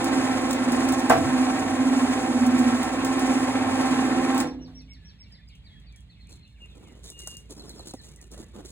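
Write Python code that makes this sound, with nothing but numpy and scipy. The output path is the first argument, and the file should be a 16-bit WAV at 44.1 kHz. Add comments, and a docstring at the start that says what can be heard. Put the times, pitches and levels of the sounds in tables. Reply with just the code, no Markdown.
"""A throbbing motor hum with gear rattle opens the scene: a truck's crane lifts a load beside a brick wall.
The hum is a sum of beating shaft orders; the rattle is noise and a repeating tooth pattern through resonances.
One loud clank of decaying steel modes sounds in the lift; the motor stops abruptly and the structure rings out.
A distant engine (a wavering sine) and far birds lie under it all and are then exposed.
Nearer birds sing in gliding sines, and gravel crunches underfoot in bursts of filtered noise."""
import sys
import numpy as np
from scipy import signal
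from scipy.fft import rfft, irfft, next_fast_len
from scipy.io import wavfile
from scipy.ndimage import map_coordinates

SR = 44100
rng = np.random.default_rng(int(sys.argv[2]) if len(sys.argv) > 2 else 0)


def generate_wav(sig):
    """Save sig (samples, or channels by samples) to the path in sys.argv[1] as 16-bit PCM at SR."""
    pcm = np.round(np.clip(np.atleast_2d(sig).T, -1, 1) * 32767).astype(np.int16)
    wavfile.write(sys.argv[1], SR, pcm)


N = 384111
STOP_S = 4.41  # the motor stops

# spectrum of a sharp metallic contact: (frequency [Hz], density [dB per Hz])
TICK_COLOUR = [(500, -26), (1500, -23), (3500, -1), (6000, 2.5), (8500, 3), (11000, -3.5), (13000, -5.5),
               (15800, -2)]


def amp(db):
    """The decibel law: level to amplitude gain."""
    return 10 ** (np.asarray(db) / 20)


def unit(x):
    """Normalisation of signal power: scaled to rms 1."""
    return x / np.sqrt(np.mean(x ** 2) + 1e-20)


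def clock(seconds):
    """Uniform sampling: the sample times of a stretch."""
    return np.arange(int(seconds * SR)) / SR


def along(points, hz):
    """Interpolation of (frequency [Hz], value) points on a logarithmic frequency axis."""
    f, v = np.transpose(points)
    return np.interp(np.log(hz + 1), np.log(f + 1), v)


def curves(rows):
    """Linear interpolation in time: one value per sample for each column after the time."""
    s, *cols = np.transpose(rows)
    return [np.interp(np.arange(N) / SR, s, c) for c in cols]


def wobble(rate):
    """Band-limited random fluctuation: a smooth curve through rate random knots a second."""
    knots = rng.standard_normal(int(N * rate / SR) + 4)
    return map_coordinates(knots, [np.arange(N) * rate / SR])


def filtered(x, response):
    """Linear filtering: the spectrum of x times a complex response of frequency."""
    n = x.shape[-1]
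    m = next_fast_len(n + SR // 4)
    return irfft(rfft(x, m) * response(np.fft.rfftfreq(m, 1 / SR)), m)[..., :n]


def coloured(x, spectrum):
    """Spectral shaping: x weighted by a spectrum, at rms 1."""
    return unit(filtered(x, lambda hz: amp(along(spectrum, hz))))


def noise(apart, size=N):
    """Interchannel coherence: stereo noise with a shared part and, above the bass, a part of each side's own."""
    own = filtered(rng.standard_normal((2, size)), lambda hz: hz / np.hypot(hz, 300))
    return unit(rng.standard_normal(size) + apart * own)


def add(track, s, sound):
    """Superposition: mixes a sound into a track at time s."""
    part = track[..., max(round(s * SR), 0):][..., :sound.shape[-1]]
    part += sound[..., :part.shape[-1]]


def run_down(t60):
    """Exponential decay: full strength until the motor stops, then 60 dB lost in each t60."""
    return amp(-60 * np.maximum(np.arange(N) / SR - STOP_S, 0) / t60)


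def wall(x):
    """Diffuse reverberation: the yard's echo as decaying noise whose treble dies sooner than its bass."""
    # decay of the echo: (frequency [Hz], t60 [s])
    decay = [(150, .5), (1000, 0.12), (4000, 0.34), (12000, 0.031)]
    hz, t, z = signal.stft(rng.standard_normal((2, SR // 2)), SR, nperseg=256)
    fading = z * amp(-60 * t / along(decay, hz)[:, None])
    tail = signal.istft(fading, SR, nperseg=256)[1]
    return signal.fftconvolve(np.atleast_2d(x), tail / np.linalg.norm(tail[0]), axes=1)[:, :N]


def hum(turns, lower_db, centre_db, upper_db):
    """Beating: neighbouring shaft orders interfere, so the hum throbs unevenly about once a turn."""
    # weaker tones of the motor: (shaft order, relative level [dB])
    overtones = [(6, -48.5), (7, -50.5), (10, -49.5), (14, -44), (18, -38), (19, -49), (20, -38), (21, -37),
                 (26, -48), (31, -52.5), (32, -44.5), (41, -47), (42, -48), (47, -47.5), (48, -41),
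                 (66, -47)]

    def tone(order, db, drift):
        return np.sqrt(2) * amp(db) * np.sin(2 * np.pi * order * turns + drift)

    centre = tone(16, centre_db + .9 * wobble(35), .15 * wobble(10))
    lower = tone(15, lower_db + 2 * wobble(14), 1.2 * wobble(6))
    upper = tone(17, upper_db + 2 * wobble(14), 1.1 * wobble(7))
    weak = 0
    for order, db in overtones:
        drift = 2 * np.pi * rng.random() + order / 22 * wobble(22)
        weak = weak + tone(order, db + 3.37 * wobble(7), drift)
    tones = amp(.6) * centre + amp(-1) * (lower + upper)
    return (tones + amp(-2.5) * weak) * run_down(t60=.27)


def panels(x):
    """Modal density: countless small steel panels ripple the spectrum, fully so above 1200 Hz."""
    spacing_hz, depth_db = 22, 2.2
    ripple = rng.standard_normal(int(SR / spacing_hz))

    def response(hz):
        depth = depth_db * np.clip((hz - 300) / 900, 0, 1)
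        return amp(depth * map_coordinates(ripple, [hz / spacing_hz], order=1))

    return unit(filtered(x, response))


def gears(turns):
    """Forced vibration: teeth that meet alike every turn, and random chatter, shake the boom and truck bed."""
    # level of the gear train: (time [s], relative level [dB])
    rattle_level = [(0, -38), (1.2, -39.5), (2.4, -40), (3.8, -38.5), (4.41, -38.5)]
    # resonances of boom and truck bed: (frequency [Hz], width [Hz], relative level [dB])
    resonances = [(328, 26, 0), (426, 8.6, 5), (513, 11, 4), (674.5, 61, -3), (759.3, 46, 0.5),
                  (816, 16, 12.5), (917, 8, -3), (1053.4, 22, 10), (1339.5, 41, -1), (1580, 18, 5),
                  (1820, 3.3, 4), (2120, 11, -3.5), (2596, 10, -11.5), (3370, 17, -10.5)]
    # spectra of the rattle, the shuddering truck bed and the hiss: (frequency [Hz], density [dB per Hz])
    rattle_colour = [(40, -34.5), (70, -15.5), (100, -4), (200, -5.5), (400, -2.5), (800, 2.5),
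                     (1300, -6.5), (2200, -5), (3000, -12), (4500, -17), (9000, -65)]
    bed_colour = [(70, -30.5), (130, -11), (180, -5.5), (260, 3.5), (480, -9), (800, -18), (2000, -38),
                  (5000, -61.5)]
    hiss_colour = [(1500, -26), (3000, -13), (5000, 3), (7000, 4.5), (8500, 1), (10500, -2), (13000, -15.5),
                   (15800, -13.5)]
    # the gears run tighter once in each turn of the winch drum
    drum_turn_s, tight_at_s = 0.6096, 0.23
    rattle_swing_db, hiss_swing_db, mean_hiss_db = 1, 1.9, -41.5

    tight = np.cos(2 * np.pi * (np.arange(N) / SR - tight_at_s) / drum_turn_s)
    rattle_db = curves(rattle_level)[0] + rattle_swing_db * tight
    hiss_db = mean_hiss_db + hiss_swing_db * tight
    teeth = rng.standard_normal(2700)  # roughness round one shaft turn
    repeating = map_coordinates(teeth, [turns % 1 * len(teeth)], mode="grid-wrap")
    once_a_turn = np.sin(2 * np.pi * turns)
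    surge = amp(1.2 * once_a_turn + 1.2 * wobble(220))
    drive = (0.51 * repeating + noise(apart=0.92)) * surge

    def boom(f):
        # second-order resonances in parallel, with alternating sign
        return sum((-1) ** k * amp(db) * 1j * f * w / (c * c - f * f + 1j * f * w)
                   for k, (c, w, db) in enumerate(resonances))

    rattle = amp(8.5) * panels(coloured(drive, rattle_colour)) + amp(6.5) * unit(filtered(drive, boom))
    bed = amp(1.5) * coloured(noise(apart=0.53), bed_colour) * run_down(t60=1.0)
    hiss_gain = amp(hiss_db + 0.47 * once_a_turn + 1.6 * wobble(60))
    hiss = hiss_gain * coloured(noise(apart=0.34), hiss_colour)
    return amp(rattle_db) * (rattle * run_down(t60=0.31) + bed) + hiss * run_down(t60=0.235)


def clicks(rows, colour, t60, tail_db, tail_t60):
    """Impulsive excitation: a hard contact gives a bright crack and a weaker, longer sizzle."""
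    out, t = np.zeros((2, N)), clock(0.26)
    for s, db in rows:
        decay = amp(-60 * t / t60) + amp(tail_db - 60 * t / tail_t60)
        add(out, s, amp(db) * decay * coloured(noise(apart=0.23, size=len(t)), colour))
    return out


def cable_ticks():
    """Impulsive excitation: sharp ticks of the cable."""
    # ticks: (time [s], relative level [dB])
    tick_times = [(0.0433, -25.5), (0.5087, -24), (0.53, -24), (0.7198, -27), (0.8874, -25.5),
                  (0.9223, -26.5), (0.9946, -29.5), (2.4648, -28), (2.5905, -29.5), (2.83, -27),
                  (3.047, -23), (3.1936, -29), (4.346, -33.5), (4.3784, -25), (4.4024, -22)]
    return amp(-4.5) * clicks(tick_times, TICK_COLOUR, t60=.025, tail_db=-8, tail_t60=.12)


def yard():
    """Frequency modulation: a distant engine's tone wavers over the outdoor air and an uneven faint rustle."""
    # spectra of the outdoor air and the rustle: (frequency [Hz], density [dB per Hz])
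    air_colour = [(20, -30), (35, -9), (55, 7.5), (100, 3), (170, -1.5), (230, -7), (350, -23), (600, -28),
                  (1300, -34.5), (2300, -28), (4000, -27.5), (6000, -48), (10000, -57), (15800, -60)]
    rustle_colour = [(3000, -25), (5000, -1), (7500, -1), (11000, -8), (15800, -10.5)]
    phase = 2 * np.pi * np.cumsum(56 + .35 * wobble(3.8)) / SR
    drone = amp(-49.5 + 1.2 * wobble(7.6)) * np.sin(phase)
    rustle = amp(-80 + 3 * wobble(23)) * coloured(noise(apart=0.33), rustle_colour)
    air = amp(-51.5 + 1.2 * wobble(8.3)) * coloured(noise(apart=0.83), air_colour)
    return drone + rustle + air


def note(length, start_hz, end_hz, rasp_hz, bend=2):
    """Frequency modulation: a bird's note glides on a power curve while rasp makes its pitch tremble."""
    t = clock(length)
    u = t / length
    tremble = map_coordinates(rng.standard_normal(int(length * 500) + 4), [t * 500])
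    hz = end_hz + (start_hz - end_hz) * (1 - u) ** bend + rasp_hz * tremble
    return np.sin(2 * np.pi * np.cumsum(hz) / SR) * np.sqrt(np.abs(np.sin(np.pi * u)))


def flock():
    """Random superposition: many far birds chatter in short, overlapping notes."""
    faintest_db, rasp_hz = -73, 60
    out = np.zeros(N)
    for when, length, pitch, slide, size in rng.random((520, 5)):
        start_hz = 1850 * 2.1 ** pitch
        end_hz = start_hz * (.8 + .36 * slide)
        chirp = note(.018 + .035 * length, start_hz, end_hz, rasp_hz)
        add(out, when * N / SR, amp(faintest_db + 8 * size ** 2) * chirp)
    return out


def clank():
    """Modal decay: the load drops on its rigging in a crash, ringing steel and a low shudder of the truck."""
    # the load settles, hard during the lift and faintly after it: (time [s], relative level [dB])
    blows = [(1.097, -9), (4.675, -53.5)]
    # modes of the struck steel: (frequency [Hz], relative level [dB], t60 [s])
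    modes = [(112.4, -18.5, .45), (140.6, -20, .45), (256.8, -9, 0.45), (330.4, -10.5, 0.56),
             (416.5, -16, 0.33), (485, -6.5, .35), (620, -12.5, .2), (667, -3, 0.43), (715, -5.5, .2),
             (749, 0, 0.25), (867, -5, 0.15), (1057, -4.5, 0.2), (1140, -5, 0.15), (1560, -12.5, .25)]
    # spectrum of the crash: (frequency [Hz], density [dB per Hz])
    crash_colour = [(50, -29), (120, -9.5), (300, -6.5), (500, 0), (780, 4.5), (1500, -4), (2500, -11.5),
                    (4500, -25), (8000, -25.5), (15800, -33.5)]
    shudder_colour = [(55, -27.0), (85, -1.5), (125, 2.5), (155, 4.0), (220, -42.5)]
    out, t = np.zeros((2, N)), clock(0.3)

    def chatter():
        # random walk of a mode's phase, in cycles
        return .005 * np.cumsum(rng.standard_normal(len(t))) + rng.random()

    for s, db in blows:
        ring = sum(amp(level - 60 * t / t60) * np.sin(2 * np.pi * (hz * t + chatter()))
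                   for hz, level, t60 in modes)
        crash_gain = amp(-60 * t / .22 + 1.5 * wobble(130)[:len(t)])
        crash = coloured(noise(apart=0.99, size=len(t)), crash_colour) * crash_gain
        crack = coloured(noise(apart=0.18, size=len(t)), TICK_COLOUR) * amp(-12.5 - 60 * t / .04)
        swell = np.exp(-((t - .085) / 0.11) ** 2)
        shudder = amp(-23) * swell * coloured(rng.standard_normal(len(t)), shudder_colour)
        onset = 1 - np.exp(-t / .005)
        add(out, s, amp(db) * ((.6 * ring + .85 * crash) * onset + crack + shudder))
    return out


def ring_out():
    """Free vibration: released by the stop, boom and bed ring on unevenly at their own pitches."""
    # ringing modes: (frequency [Hz], mean level before decay [dB], t60 [s])
    modes = [(161, -40, 1.7), (257.5, -25.5, 0.97), (292, -31, 0.79), (334, -33, .6), (500, -30.5, 0.46),
             (723, -46, 0.55), (835, -37, .4), (910, -49, 0.47), (1680, -55, 0.74), (2094, -69, .5)]
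    t = np.arange(N) / SR
    released = np.clip((t - STOP_S) / .04, 0, 1)
    ringing = 0
    for hz, db, t60 in modes:
        gain = amp(db + 2 * wobble(30)) * run_down(t60)
        ringing = ringing + gain * np.sin(2 * np.pi * hz * t + .5 * wobble(20))
    return released * ringing


def chips():
    """Frequency modulation: notes arch, then relax exponentially in pitch and fade; the song sinks."""
    # notes: (time the drop begins [s], top [Hz], hold [s], level of the hold [dB], level of the drop [dB])
    song = [(4.495, 5640, .035, -47, -57), (4.645, 5730, .04, -51, -55), (4.789, 5620, .045, -46.5, -56),
            (4.931, 5560, .04, -53, -56.5), (5.082, 5630, .04, -52, -55.5), (5.225, 5520, .04, -51, -58.5),
            (5.339, 5060, .025, -51, -56.5), (5.49, 5000, .02, -58.5, -60), (5.659, 4770, .018, -59, -54),
            (5.88, 4600, .018, -58, -60.5), (6.109, 4380, .015, -56, -60), (6.225, 4240, .028, -52.5, -63),
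            (6.338, 4220, .028, -51, -66), (6.45, 4210, .028, -53, -64), (6.528, 4200, .015, -75, -71)]
    end_hz, drop_s, arch_height_hz = 3280, .02, 160  # the drop's limit and time constant; the arch
    full_s, fade_db_per_s, rasp_hz = .02, 470, 42  # the drop fades after full_s; pitch unsteadiness
    out = np.zeros(N)
    for s, top_hz, hold, hold_db, drop_db in song:
        t = clock(hold + .07) - hold  # zero where the drop begins
        held, after = np.clip(1 + t / hold, 0, 1), np.maximum(t, 0)
        arch_hz = top_hz - arch_height_hz * (1.7 * held - 1) ** 2
        tremble = rasp_hz * map_coordinates(rng.standard_normal(70), [(t + hold) * 500])
        hz = end_hz + (arch_hz - end_hz) * np.exp(-after / drop_s) + tremble
        db = np.interp(t, [-hold * .2, full_s / 2], [hold_db, drop_db])
        db = db - fade_db_per_s * np.maximum(t - full_s, 0)
        swell = np.minimum(2 * held, 1)
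        add(out, s - hold, amp(db) * swell * np.sin(2 * np.pi * np.cumsum(hz) / SR))
    return out


def gravel():
    """Granular friction: stones grind in tiny bursts under a shoe while the ground gives dully."""
    # single stones that snap: (time [s], relative level [dB])
    snaps = [(4.752, -60.5), (4.82, -58), (4.935, -56), (5.323, -56), (5.4869, -52), (5.5533, -51.5),
             (5.8, -58.5), (5.9245, -55), (5.9609, -44), (6.0062, -50.5), (6.272, -55), (6.478, -60),
             (7.1013, -29), (7.1912, -31), (7.274, -23.5), (7.3692, -29.5), (7.5073, -32.5), (7.6937, -33),
             (7.7937, -40), (7.9374, -34.5), (8.161, -41.5), (8.2142, -38.5), (8.316, -37.5)]
    # a shoe shifting: (start [s], length [s], crunch relative level [dB], tread relative level [dB])
    scuffs = [(6.283, 0.058, -55, -57), (6.748, 0.22, -72, -57), (7.023, 0.064, -49.5, -59.5),
              (7.175, 0.15, -47.5, -62.5), (7.493, 0.016, -44.5, -44), (7.552, 0.141, -58.5, -50),
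              (7.722, 0.11, -57.5, -51.5), (7.845, 0.068, -49, -54), (8.012, 0.062, -49.5, -55.5),
              (8.204, 0.017, -57, -55), (8.304, .11, -53, -48.5), (8.532, .09, -62, -44.5),
              (8.645, 0.05, -47, -57)]
    # dull knocks underfoot: (time [s], relative level [dB], pitch [Hz], upper edge [Hz])
    knocks = [(7.101, -47, 418, 700), (7.232, -45, 340, 500), (7.273, -37, 612, 1600),
              (7.324, -48, 504, 1190), (7.502, -53, 378, 1100), (7.578, -41, 355, 600),
              (7.68, -44.5, 342, 600), (7.737, -46, 300, 500), (7.795, -32.5, 330, 890),
              (7.885, -49, 312, 550), (7.938, -25.5, 271, 700), (8.373, -36.5, 453, 700),
              (8.401, -31, 218, 450), (8.553, -52, 463, 1600), (8.589, -45, 404, 1490)]
    # spectra of snapping stones, crunch and dull tread: (frequency [Hz], density [dB per Hz])
    stone_colour = [(500, -30.5), (1500, -19), (3500, -9), (6000, 9.5), (8500, 6), (11000, 4), (15800, -7)]
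    crunch_colour = [(500, -27), (1500, -8), (2500, -6), (4000, 7), (5000, 2.5), (7000, 7), (8500, 2),
                     (11000, 1.5), (13000, -7.5), (15800, -10)]
    tread_colour = [(60, -35), (150, 5), (250, 4), (420, 3), (700, -9.5), (1400, -15.5), (2200, -28),
                    (3500, -21), (6000, -39.5)]
    # between scuffs the slowly turning shoe keeps grinding
    grind_from_s, grind_crunch_db, grind_tread_db = 6.55, -68.5, -60.5
    scuff_attack_s, scuff_t60_s, knock_t60_s = 0.017, 0.2, .048

    turning = np.clip((np.arange(N) / SR - grind_from_s) / 0.091, 0, 1)
    crunching, treading = amp(grind_crunch_db) * turning, amp(grind_tread_db) * turning
    t = clock(1)
    for s, length, crunch_db, tread_db in scuffs:
        release = amp(-60 * np.maximum(t - length, 0) / scuff_t60_s)
        pressure = np.minimum(t / scuff_attack_s, 1) * release
        add(crunching, s, amp(crunch_db) * pressure)
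        add(treading, s, amp(tread_db) * pressure)
    # about 450 random slips a second, each a short decaying burst
    slips = (rng.random(N) < 450 / SR) * amp(2.5 * np.minimum(rng.exponential(size=N), 4))
    grains = unit(signal.fftconvolve(slips, amp(-60 * clock(.02) / 0.014))[:N])
    clumps = amp(-2.5 + 2.4 * wobble(55))
    crunch = crunching * coloured(noise(apart=0.26) * (grains + .5), crunch_colour)
    tread = treading * coloured(noise(apart=0.95) * (grains + 1.3), tread_colour)
    out, t = clumps * (crunch + tread), clock(0.051)
    for s, db, hz, edge_hz in knocks:
        body_colour = [(hz / 3, -8), (hz, 0), (edge_hz, -4), (edge_hz * 1.7, -24), (edge_hz * 6, -45)]
        body = coloured(rng.standard_normal(len(t)), body_colour)
        thud = .55 * np.sin(2 * np.pi * hz * t) + .65 * body
        onset = 1 - np.exp(-t / 0.00083)
        add(out, s, amp(db - 60 * t / knock_t60_s) * onset * thud)
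    return out + amp(-3.5) * clicks(snaps, stone_colour, t60=0.0092, tail_db=-14.5, tail_t60=0.18)


def whistles():
    """Frequency modulation: gliding whistles, made raspy by random pitch deviation."""
    # notes: (time [s], length [s], start [Hz], end [Hz], level [dB], rasp [Hz])
    calls = [(4.86, .09, 3450, 2900, -65, 220), (4.88, .06, 2280, 2170, -58, 20),
             (4.95, .05, 2100, 1750, -65, 40), (5.0, .14, 1720, 1700, -66, 15),
             (5.04, .1, 3300, 3270, -63, 25), (5.19, .06, 2550, 1950, -65, 70),
             (5.3, .03, 2000, 1750, -65, 30), (5.335, .035, 1750, 2200, -63, 30),
             (5.375, .035, 2200, 1700, -61, 30), (5.39, .07, 3600, 3500, -64, 70),
             (5.49, .1, 2800, 3100, -59, 300), (5.5, .05, 2500, 2150, -64, 90),
             (5.66, .04, 1900, 1750, -65, 70), (5.69, .12, 3320, 3300, -59, 15),
             (5.695, .03, 1950, 2200, -64, 25), (5.725, .055, 2250, 1700, -63, 35),
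             (5.925, .035, 2400, 2280, -59, 30), (5.94, .09, 3350, 3280, -63, 50),
             (6.16, .06, 2350, 2000, -66, 90), (6.25, .07, 2250, 2400, -64, 150),
             (6.44, .06, 2600, 2850, -64, 140), (6.55, .05, 3000, 2250, -63, 120),
             (6.6, .065, 2850, 2770, -50.5, 15), (6.6, .15, 2560, 2540, -67, 40),
             (6.68, .07, 4150, 3300, -59, 120), (6.82, .14, 2400, 1980, -65, 60),
             (6.83, .08, 3900, 2650, -62, 90), (7.055, .045, 3800, 3650, -49, 200),
             (7.11, .3, 2850, 2812, -49, 14), (7.2, .07, 2400, 1950, -64, 45),
             (7.95, .07, 2150, 1750, -64, 40), (8.17, .085, 2100, 1780, -64, 25)]
    out = np.zeros(N)
    for s, length, start_hz, end_hz, db, rasp_hz in calls:
        add(out, s, amp(db) * note(length, start_hz, end_hz, rasp_hz))
    return out


def trill():
    """Periodic repetition: a three-note figure, ten times a second, fainter in its last two beats."""
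    # beats: (time [s], level [dB])
    beats = [(7.589, -45), (7.689, -44.5), (7.787, -44), (7.886, -46), (7.986, -49)]
    # rising lead-in, main fall and soft upturn of each beat:
    # (time from the beat [s], length [s], start [Hz], end [Hz], level re the beat [dB], bend [exponent])
    figure = [(-.025, .032, 4950, 5350, -8, 1), (0, .03, 4550, 3650, 0, .7),
              (.042, .018, 3200, 3800, -11, 1)]
    out = np.zeros(N)
    for s, db in beats:
        for offset, length, start_hz, end_hz, note_db, bend in figure:
            sung = note(length, start_hz, end_hz, rasp_hz=30, bend=bend)
            add(out, s + offset, amp(db + note_db) * sung)
    return out


def placed(song, lead, wall_db):
    """Interchannel phase and reflection: a bird's direction, one soft brick-wall echo and the yard's tail."""
    echo = amp(-19) * np.roll(song, round(.043 * SR))
    heard = song + echo + amp(wall_db) * wall(song)[0]
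    half = np.array([[.5], [-.5]])
    directed = filtered(heard, lambda hz: np.exp(1j * half * along(lead, hz)))
    return directed + amp(wall_db - 5.5) * wall(song)


def birds():
    """Directional superposition: the singer, the triller and the other birds, each with its phase lead."""
    # phase by which left leads, for singer, triller and others: (frequency [Hz], lead [rad])
    chip_lead = [(3500, 1), (4000, 1.5), (4250, 2.3), (4550, 5), (4800, 6.3)]
    trill_lead = [(3000, -.3), (5500, -.1)]
    whistle_lead = [(1700, -.6), (2200, -1.2), (2850, -1.5), (3300, .8), (3700, -.3)]
    singer = placed(chips(), chip_lead, wall_db=-8.5)
    triller = placed(trill(), trill_lead, wall_db=-13.5)
    others = placed(whistles() + flock(), whistle_lead, wall_db=-9)
    return singer + triller + others


def scene():
    """Superposition: the crane and its reflected blows, with birds, gravel and yard."""
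    # motor under load, its hum shifting between three neighbouring tones: (time [s], shaft speed [turns/s],
    # order 15 relative level [dB], order 16 relative level [dB], order 17 relative level [dB])
    motor = [(0.0, 16.26, -37.5, -33.5, -35.0), (0.17, 16.34, -33.0, -24.0, -34.5),
             (0.45, 16.07, -35.0, -30.5, -31.5), (0.68, 16.2, -25.5, -27.0, -38.5),
             (0.9, 16.44, -31.0, -24.5, -38.0), (1.08, 16.19, -28.5, -28.5, -34.0),
             (1.24, 15.93, -36.0, -33.0, -29.0), (1.38, 15.95, -36.0, -19.0, -26.5),
             (1.62, 15.88, -35.0, -36.5, -36.0), (1.82, 15.83, -35.5, -23.5, -24.5),
             (2.04, 15.62, -36.0, -24.0, -19.5), (2.23, 16.01, -33.0, -33.5, -35.0),
             (2.42, 15.85, -27.0, -21.0, -33.5), (2.6, 15.8, -23.0, -20.5, -29.0),
             (2.74, 15.89, -24.5, -24.5, -32.5), (2.87, 16.15, -34.5, -33.5, -40.0),
             (3.05, 16.42, -39.5, -27.0, -35.5), (3.3, 16.26, -28.5, -24.0, -33.0),
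             (3.52, 15.99, -38.5, -26.5, -30.5), (3.7, 16.14, -36.5, -27.5, -37.0),
             (3.9, 16.38, -29.0, -24.5, -37.0), (4.12, 16.25, -30.5, -26.5, -34.0),
             (4.41, 16.33, -29.5, -24.5, -34.5)]
    speed, *order_db = curves(motor)
    turns = np.cumsum(speed) / SR
    blows = clank() + cable_ticks()
    crane = hum(turns, *order_db) + gears(turns) + ring_out() + blows + amp(-10.0) * wall(blows)
    return crane + birds() + gravel() + yard()


def record(dry):
    """Interchannel difference: two microphone ports differ in phase and level, below a band limit."""
    # phase by which left leads: (frequency [Hz], lead [rad])
    port_lead = [(60, -.1), (300, -.35), (600, -.8), (800, -.3), (1400, -.1), (2000, .9), (2700, 2.8),
                 (3600, 3.6), (5000, 3.14), (5700, 3.3), (7700, 6.2), (9400, 6.4), (11700, 9.3),
                 (13600, 9.5), (15000, 12.4)]
    # left minus right: (frequency [Hz], level difference [dB])
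    port_tilt = [(50, -2.5), (260, -2.5), (350, -3), (500, 0), (750, -3), (2200, -1), (3500, 0), (12000, 0)]
    top_hz = 15900
    half = np.array([[.5], [-.5]])

    def ports(hz):
        phase = np.exp(1j * half * along(port_lead, hz))
        return phase * amp(half * along(port_tilt, hz)) * (hz < top_hz)

    return filtered(dry, ports)


dry = scene()
out = record(dry)
generate_wav(out)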